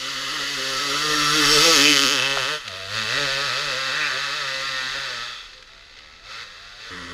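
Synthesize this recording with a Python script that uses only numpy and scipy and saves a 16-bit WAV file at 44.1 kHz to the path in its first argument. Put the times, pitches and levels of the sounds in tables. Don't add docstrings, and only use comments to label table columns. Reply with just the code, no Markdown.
import sys
import numpy as np
from scipy import signal
from scipy.fft import rfft, irfft, next_fast_len
from scipy.io import wavfile
from scipy.ndimage import map_coordinates

SR = 44100
rng = np.random.default_rng(int(sys.argv[2]) if len(sys.argv) > 2 else 0)


def digitize_waveform(pressure):
    field = np.atleast_2d(pressure).T
    bounded = np.clip(field, -1, 1)
    quanta = np.round(bounded * 32767).astype(np.int16)
    wavfile.write(sys.argv[1], SR, quanta)


N = 314697
T = np.arange(N) / SR

# (round trip [s], share sent back [0-1])
CHAMBERS = [(.00073, .3)]
# (round trip [s], share sent back [0-1])
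TAILPIPE = [(.00171, .36)]
REAR_FROM_S, REAR_FADE_S = 2.2, 0.015
# (time [s], rise [dB], half length [s])
BARK_SWELLS = [(1.05, -1, 0.15), (1.44, 2, 0.055), (2.48, 0.5, 0.062), (4.03, 2, 0.19), (6.4, 2.5, 0.062)]


def exhaust(turns):
    scattered, hiss = diffuse("scatter"), diffuse("hiss")
    spikes = ringing(firings(turns, scatter_db=1.1, slip_s=0.000014), CHAMBERS)
    from_behind = ringing(spikes, TAILPIPE)
    spikes = blend(spikes, from_behind, (T - REAR_FROM_S) / REAR_FADE_S)
    spikes = bounced(scatter(spikes, scattered, t60=0.19))
    gas = blend(puffs(turns, life=1.0), rng.standard_normal(N), scattered)

    bark_mix = blend(spikes, gas, 0.05 + 0.1 * hiss ** 6)
    rasp_mix = blend(spikes, gas, 0.03 + 0.82 * hiss)
    sizzle_mix = blend(spikes, gas, (3 + hiss) / 4)
    bark = aimed(bark_mix, lambda hz: below(hz, 2400))
    rasp = aimed(rasp_mix, lambda hz: below(hz, 7500) - below(hz, 2400))
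    sizzle = aimed(sizzle_mix, lambda hz: 1 - below(hz, 7500))

    bark_db = loudness("bark") + swells(BARK_SWELLS)
    return amp(bark_db) * bark + amp(loudness("rasp")) * rasp + amp(loudness("sizzle")) * sizzle


def firings(turns, scatter_db, slip_s):
    at = np.interp(np.arange(1, int(turns[-1])), turns, np.arange(N))
    chance = rng.standard_normal((len(at), 2))
    size = np.sqrt(np.gradient(at)) * amp(scatter_db * chance[:, 0])
    at = at + slip_s * SR * chance[:, 1]
    taps = np.floor(at)[:, None] + np.arange(-7, 9)
    offset = taps - at[:, None]
    shape = np.sinc(offset) * np.cos(np.pi * offset / 16) ** 2
    index = np.clip(taps, 0, N - 1).astype(int).ravel()
    return unit(np.bincount(index, (size[:, None] * shape).ravel(), N))


def puffs(turns, life):
    return unit(rng.standard_normal(N) * np.exp(-(turns % 1) / life))


def ringing(x, paths):
    def response(hz):
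        trips = [(np.exp(-2j * np.pi * hz * trip_s), back) for trip_s, back in paths]
        return np.prod([(z - back) / (1 - back * z) for z, back in trips], axis=0)
    return filtered(x, response)


# (time [s], side [0 front, 1 flank, 2 rear quarter, 3 rear])
FACING = [(1.3, 0), (1.7, 1), (2.08, 1), (2.24, 2), (2.5, 2), (3, 3)]
# (frequency [Hz], gain [dB])
FRONT = [(650, -2), (850, -13), (1000, -7.5), (1250, 5), (1900, -1), (2300, -4), (3000, -2.5), (3800, -2),
         (4700, -5), (6500, -11.5), (8800, -14), (15000, -19.5)]
FLANK = [(650, -20), (850, -8.5), (1000, -10), (1250, 2), (1900, -7.5), (2300, -0.5), (3000, 4.5),
         (3800, -0.5), (4700, 0.5), (6500, -4), (8800, -21), (15000, -24.5)]
QUARTER = [(650, -16), (850, -0.5), (1000, -4.5), (1250, -1), (1900, -1), (2300, -3), (3000, -0.5),
           (3800, -2), (4700, -8.5), (6500, -14), (8800, -31), (15000, -40.5)]
REAR = [(650, 2), (850, -5), (1000, -10), (1250, -2.5), (1900, -3.5), (2300, 0), (3000, -5.5), (3800, 0),
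        (4700, -6.5), (6500, -17), (8800, -45), (15000, -53)]


def aimed(x, band):
    facing = curves(FACING)[0]
    out = np.zeros(N)
    for side, spectrum in enumerate([FRONT, FLANK, QUARTER, REAR]):
        share = 1 - abs(facing - side)
        heard = share > 0
        out[heard] += share[heard] * pipe(x[heard], spectrum, band)
    return out


# (centre [Hz], width [Hz], gain [dB])
RESONANCES = [(1300, 27, 2.5), (1658, 12.3, -26), (1999, 285, 8), (2286, 210, -5), (2653, 94, 8.5),
              (2856, 255, -10.5), (2990, 120, 7), (4160, 740, -1.5), (4660, 290, 4), (5280, 150, -9),
              (5332, 90, 11.5), (5960, 190, -2.5), (6420, 140, 5.5), (10510, 640, 7)]


def pipe(x, spectrum, band=lambda hz: 1, lag_s=0.001638, lag_hz=5000):
    hz = np.fft.rfftfreq(2048, 1 / SR)
    resonance_db = sum(db * np.exp(-((hz - centre) / width) ** 2) for centre, width, db in RESONANCES)
    gain = colour(spectrum, hz) * amp(resonance_db) * (1 - below(hz, 742))
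    cepstrum = irfft(np.log(np.maximum(gain, 1e-4)))
    cepstrum[1:1024] *= 2
    cepstrum[1025:] = 0
    sweep = np.exp(2j * np.pi * lag_s * lag_hz * np.exp(-hz / lag_hz))
    ring = np.fft.fftshift(irfft(np.exp(rfft(cepstrum)) * sweep * band(hz)))
    return signal.oaconvolve(x, ring / np.linalg.norm(ring), mode="same")


# (time [s], delay [ms], strength [0-1])
GROUND = [(1.72, 0.23, 0.24), (1.87, 0.35, 0.3), (1.95, 0.51, 0.35), (2.02, 0.7, 0.38), (2.28, 0.76, 0.31),
          (2.55, 0.7, 0.8)]


def bounced(x, soil_hz=3400):
    delay_ms, strength = curves(GROUND)
    late = np.interp(T - delay_ms / 1000, T, filtered(x, lambda hz: below(hz, soil_hz)))
    return (x + strength * late) / np.sqrt(1 + strength ** 2 / 2)


# (time [s], rise [dB], half length [s], centre [Hz], width [Hz])
GLINTS = [(0.26, 9.5, 0.67, 2895, 130), (0.97, 10.5, 0.043, 1345, 102), (1.21, 7, 0.14, 1280, 100),
          (1.14, 11, 0.042, 1800, 64), (1.2, 9, 0.39, 5624, 121), (1.53, 9.5, 0.051, 5400, 150),
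          (1.53, 9, 0.12, 8000, 288), (1.8, 11, 0.06, 1725, 170), (0.44, 6, .12, 1846, 110),
          (1.43, 6, 0.033, 1830, 102), (4.1, 4, 0.061, 1160, 88), (3.16, 6, 0.042, 1920, 113),
          (4.05, 5, .1, 1695, 270), (4.69, 5, 0.36, 1800, 99), (1.869, 9, .04, 2470, 214),
          (1.92, 8, 0.095, 3025, 123), (2.24, 7.5, 0.14, 3110, 188), (2.218, 4.5, 0.11, 5430, 400),
          (2.24, 7.5, 0.081, 2630, 88), (4.045, 9, 0.046, 2420, 280), (5.35, 9.5, 0.11, 3360, 210)]


def glinting(x):
    out = x
    for s, db, half_s, centre, width in GLINTS:
        narrow = filtered(x, lambda hz: np.exp(-((hz - centre) / width) ** 2))
        out = out + (amp(swells([(s, db, half_s)])) - 1) * narrow
    return out


# (time [s], rise [dB], half length [s])
SECOND_SWELLS = [(1.15, 1.5, .15), (1.53, -8, .11), (1.78, -8, .06), (3.1, 3, .2)]
# (time [s], rise [dB], half length [s])
DRONE_SWELLS = [(.42, 3, .12), (1.1, 2, .13), (1.42, -5, .17), (1.77, -3, .06), (3.22, 2, .08),
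                (4.4, -2.5, .6)]
FLUTTER_DB = 2, 3.5, 2.5
# (frequency [Hz], gain [dB])
CHURN = [(100, -8.5), (200, -8), (330, -3.5), (480, 3), (580, 5.5), (720, -15.5), (1000, 0), (1600, -44.5)]
FLARE_HZ, FLARE_DB_PER_HZ = 152.7, 0.5
LUG_HZ, LUG_DB_PER_OCTAVE = 95.3, 6.5


def boom(turns, front_hz=440, rear_hz=535, width_hz=120, low_db=-1, churn_db=-9):
    rate_hz = np.gradient(turns) * SR
    first_db = loudness("first") - LUG_DB_PER_OCTAVE * np.abs(np.log2(rate_hz / LUG_HZ))
    second_db = loudness("second") + swells(SECOND_SWELLS)
    flare_db = FLARE_DB_PER_HZ * np.maximum(rate_hz - FLARE_HZ, 0)
    drone_db = loudness("drone") + swells(DRONE_SWELLS) + flare_db

    silencer_hz = np.interp(curves(FACING)[0], [0.5, 2.5], [front_hz, rear_hz])
    order = np.arange(3, 9)[:, None]
    weight = 1 / (1 + ((order * rate_hz - silencer_hz) / width_hz) ** 4)
    tones = weight * np.sin(2 * np.pi * order * turns + order ** 2)
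    drone = np.sum(tones, axis=0) / np.linalg.norm(weight, axis=0)
    far = diffuse("drone")
    drone = scatter(drone, far, t60=0.25)

    levels_db = zip([first_db, second_db, drone_db], FLUTTER_DB)
    first_db, second_db, drone_db = [db + depth_db * wobble(21.9) for db, depth_db in levels_db]
    low = amp(first_db) * np.sin(2 * np.pi * turns) + amp(second_db) * np.cos(4 * np.pi * turns)
    clean = np.sqrt(2) * (amp(low_db) * low + amp(drone_db) * np.sqrt(1 - far / 2) * drone)
    return clean + amp(drone_db + churn_db) * np.sqrt(2 * far) * noise(CHURN)


VOICES = {"bark": (-21, -22, -21, -15.5, 15, 1.5), "rasp": (-19.5, -16, -20, -14, 15.5, 1.28),
          "sizzle": (-33.5, -30.5, -35, -28, 21, 1.25), "first": (-27.5, -33, -26.5, -17.5, 28.5, 1),
          "second": (-29.5, -24, -35.5, -30, 24, 1), "drone": (-25, -27.5, -23, -15.5, 26.5, 1.4)}
BROW_S, BROW_FADE_S, BROW_DB = 4.986, 0.6, -6


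def loudness(voice):
    *sides_db, loss_db, follows = VOICES[voice]
    heading_db = np.interp(curves(FACING)[0], np.arange(len(sides_db)), sides_db)
    brow_db = BROW_DB * np.clip((T - BROW_S) / BROW_FADE_S, 0, 1)
    return heading_db - loss_db * np.log10(distance() / NEAREST_M) + follows * throttle() + brow_db


PASS_S, NEAREST_M, SPEED_M_PER_S = 1.646, 2.91, 10.55


def distance():
    return np.hypot(NEAREST_M, SPEED_M_PER_S * (T - PASS_S))


# (shut [s], reopen [s], drop [dB], closing time [s])
LIFTS = [(2.535, 2.875, -7, 0.06), (2.581, 2.632, -2, 0.051), (2.804, 3.068, -2.5, 0.25),
         (5.231, 6.227, -9.5, 0.4), (6.429, 6.762, -4, 0.032)]
REOPEN_S = 0.087


def throttle():
    total_db = 0
    for shut, reopen, db, close_s in LIFTS:
        closing = np.clip((T - shut) / close_s, 0, 1)
        total_db = total_db + db * closing * np.clip(1 - (T - reopen) / REOPEN_S, 0, 1)
    return total_db


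CLEAR_M = {"scatter": (3.2, 40), "hiss": (1.2, 12), "drone": (7.5, 42)}
SWING_S, SWING_TIME_S = 1.83, 0.14


def diffuse(kind):
    away_m, towards_m = CLEAR_M[kind]
    in_view = (1 + np.tanh((T - SWING_S) / SWING_TIME_S)) / 2
    clear_m = away_m * (towards_m / away_m) ** in_view * amp(throttle())
    return distance() ** 2 / (distance() ** 2 + clear_m ** 2)


def scatter(x, share, t60):
    angle = np.pi * T / 0.45
    places = np.cos(angle) * trunks(x, t60) + np.sin(angle) * trunks(x, t60)
    return blend(x, places, share)


def trunks(x, t60):
    t = np.arange(SR) / SR
    tail = rng.standard_normal(SR) * amp(-60 * t / t60) * (1 - np.exp(-t / 0.0005))
    return signal.fftconvolve(x, tail / np.linalg.norm(tail))[:N]


# (time [s], level [dB])
PUTTER = [(5.66, -79.5), (5.69, -51), (5.9, -52.5), (5.99, -48.5), (6.12, -50), (6.22, -53), (6.28, -47),
          (6.42, -38), (6.46, -80)]


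def putter(turns, life=0.37, gas_share=0.45):
    spikes = ringing(firings(turns, scatter_db=1.5, slip_s=0.00003), TAILPIPE)
    beats = blend(spikes, puffs(turns, life), gas_share)
    return amp(curves(PUTTER)[0]) * unit(pipe(beats, REAR))


# (start [s], end [s], level [dB], order [multiple of firing rate])
OVERRUNS = [(2.67, 2.92, -46.5, 7), (5.68, 5.898, -65, 10), (6.179, 6.3, -62, 7), (6.56, 6.811, -61.5, 7)]


def overrun(turns, fade_s=0.029):
    drift = 0.3 * wobble(40)
    tones = 0
    for start, end, db, order in OVERRUNS:
        fade = np.clip(np.minimum(T - start, end - T) / fade_s, 0, 1)
        tones = tones + amp(db) * fade * np.sin(2 * np.pi * round(order) * turns + drift)
    return amp(1.5 * wobble(25)) * np.sqrt(2) * tones


# (time [s], relative level [dB])
TICKS = [(2.6788, -11), (2.8586, -26), (5.5318, -28), (5.5777, -31), (5.6252, -26), (5.674, -32),
         (5.9723, -32), (5.9884, -27)]
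# (frequency [Hz], gain [dB])
CRACK = [(290, -71), (500, -74), (1480, -2), (2320, -7), (3940, -0.5), (6320, -14.5), (12300, -42),
         (14000, -50)]


def cracks(db=1):
    bursts = sum(amp(peak - 60 * np.abs(T - s) / 0.028) * (T >= s) for s, peak in TICKS)
    peak_gain_1 = lambda hz: colour(CRACK, hz) / colour(CRACK, hz).max()
    return amp(db) * filtered(bursts * rng.standard_normal(N), peak_gain_1)


# (frequency [Hz], level [dB])
POP = [(700, -19), (1090, -22), (1400, -16)]
POP_S = 2.374


def pop(length_s=0.002):
    t = T - POP_S
    return np.exp(-(t / length_s) ** 2) * sum(amp(db) * np.sin(2 * np.pi * hz * t) for hz, db in POP)


# (time [s], firing rate [Hz])
REVS_NEXT = [(6.92, 90.2), (7.13, 84.9)]
# (frequency [Hz], gain [dB])
NEXT_PIPE = [(650, -6), (850, -19), (1000, -8), (1250, 0.5), (1900, -6), (2300, -11), (3000, -3.5),
             (3800, -9), (4700, -11.5), (6500, -17.5), (8800, -30), (15000, -46)]
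# (order [multiple of firing rate], level [dB])
NEXT_ORDERS = [(1, -4), (2, -3), (3, 1), (4, -11), (5, -5), (6, -15)]


def next_bike(db=-36.5, boom_db=-42):
    turns = crank(REVS_NEXT, jitter=0.01385)
    spikes = firings(turns, scatter_db=1.0, slip_s=0.00005)
    pulses = blend(spikes, puffs(turns, life=0.31), share=0.41)
    note = pipe(blend(pulses, trunks(pulses, t60=1.0), share=0.78), NEXT_PIPE)
    low = sum(amp(level + 2.7 * wobble(25)) * np.sin(2 * np.pi * round(k) * turns + k * k)
              for k, level in NEXT_ORDERS)
    return amp(db) * note + amp(boom_db) * (unit(low) + amp(-8.5) * noise(CHURN))


# (time [s], rise [dB], half length [s])
GUSTS = [(1.18, 5, 0.12), (1.65, 13, 0.42), (3.2, 10, 0.24)]
# (frequency [Hz], gain [dB])
BUFFET = [(15, 3), (30, 15), (45, 10.5), (65, 4), (120, -5), (300, -5), (1000, -54)]
# (frequency [Hz], gain [dB])
FOREST = [(30, -27), (150, -39), (400, 7), (1000, -3), (4000, 2.5), (9000, -49), (15000, -37)]


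def air(floor_db=-58, wind_db=-56.5):
    gusts_db = swells(GUSTS) + 2.2 * wobble(12)
    return amp(wind_db + gusts_db) * noise(BUFFET) + amp(floor_db) * noise(FOREST)


def crank(points, jitter, hunt=0.0098):
    rate_hz = curves(points)[0] * (1 + jitter * wobble(70) + hunt * wobble(22))
    return np.cumsum(rate_hz) / SR


def amp(db):
    return 10 ** (np.asarray(db) / 20)


def unit(x):
    return x / np.sqrt(np.mean(x ** 2) + 1e-20)


def curves(rows):
    s, *cols = np.transpose(rows)
    return [np.interp(T, s, c) for c in cols]


def swells(rows):
    return sum(db * np.exp(-((T - s) / half_s) ** 2) for s, db, half_s in rows)


def wobble(rate):
    return map_coordinates(rng.standard_normal(int(N * rate / SR) + 4), [T * rate])


def colour(spectrum, hz):
    f, db = np.transpose(spectrum)
    return amp(np.interp(np.log(hz + 1), np.log(f), db))


def filtered(x, response):
    m = next_fast_len(N + SR // 2)
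    return irfft(rfft(x, m) * response(np.fft.rfftfreq(m, 1 / SR)), m)[:N]


def noise(spectrum):
    return unit(filtered(rng.standard_normal(N), lambda hz: colour(spectrum, hz)))


def blend(a, b, share):
    share = np.clip(share, 0, 1)
    return np.sqrt(1 - share) * a + np.sqrt(share) * b


def below(hz, edge_hz):
    return 1 / (1 + (hz / edge_hz) ** 20)


# (time [s], firing rate [Hz])
REVS = [
    [(0.0, 132.9), (0.03, 129.2), (0.11, 141.3), (0.18, 129.8), (0.23, 140.8), (0.29, 129.8), (0.33, 157.1),
     (0.42, 139.4), (0.53, 144), (0.59, 129.7), (0.69, 135.5), (0.8, 128.7), (0.81, 143.4), (0.86, 144.1),
     (0.91, 135.3), (0.92, 140.7), (1.04, 152.4), (1.28, 146.4), (1.37, 155.4), (1.46, 140.7),
     (1.53, 155.6), (1.58, 143.4), (1.65, 169.2), (1.74, 159.5), (1.78, 136.5), (1.89, 150.5),
     (1.98, 136.3), (2.04, 141.1), (2.07, 123.5), (2.12, 148.1), (2.2, 124.1), (2.26, 138.1), (2.36, 138.2),
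     (2.44, 125.9), (2.51, 152.4), (2.57, 152.7)],
    [(2.7, 95.8), (2.74, 91.6), (2.79, 97.0), (2.83, 94.0), (2.88, 97.1), (2.96, 111.6), (3.07, 106.9),
     (3.19, 145.4), (3.25, 141.2), (3.28, 133.2), (3.37, 137.6), (3.42, 143.4), (3.46, 141.6), (3.5, 117),
     (3.63, 150), (3.71, 134.8), (3.74, 124.9), (3.78, 133.9), (3.86, 134.2), (3.9, 129.3), (3.98, 155.8),
     (4.08, 142.8), (4.12, 126.9), (4.24, 145.3), (4.28, 135.3), (4.36, 154.2), (4.46, 134.7),
     (4.56, 132.2), (4.67, 136.9), (4.7, 132.8), (4.88, 130.4), (4.97, 139.2), (5.04, 136.0), (5.06, 129.4),
     (5.19, 116.6), (5.29, 124.6)],
    [(5.42, 90.3), (5.52, 63.8), (5.7, 65.9), (5.9, 68.6), (5.98, 75), (6.12, 76.7), (6.2, 91.9),
     (6.31, 109), (6.42, 120.3), (6.5, 83.4), (6.65, 99.1), (6.76, 101.7), (6.81, 110.6), (6.9, 117.2)],
]
# (time [s], rise [dB], half length [s])
BREAKS = [(2.62, -16, .035), (5.42, -14, .09)]
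CHANGE_S = 6.906


def scene():
    turns = crank(np.vstack(REVS), jitter=0.004, hunt=0.003)
    bike = glinting(exhaust(turns) + putter(turns))
    bike = bike + amp(swells(BREAKS)) * boom(turns)
    bike = bike + overrun(turns) + cracks() + pop()
    bike = bike + amp(-17) * trunks(bike, t60=0.7)
    mono = np.where(T < CHANGE_S, bike, next_bike()) + air()
    return np.array([mono, mono])


TOP_HZ = 15350


def record(dry):
    rounded = dry[0] / (1 + (dry[0] / 0.85) ** 4) ** (1 / 4)
    return np.tile(filtered(rounded, lambda hz: hz < TOP_HZ), (2, 1))


dry = scene()
out = record(dry)
digitize_waveform(out)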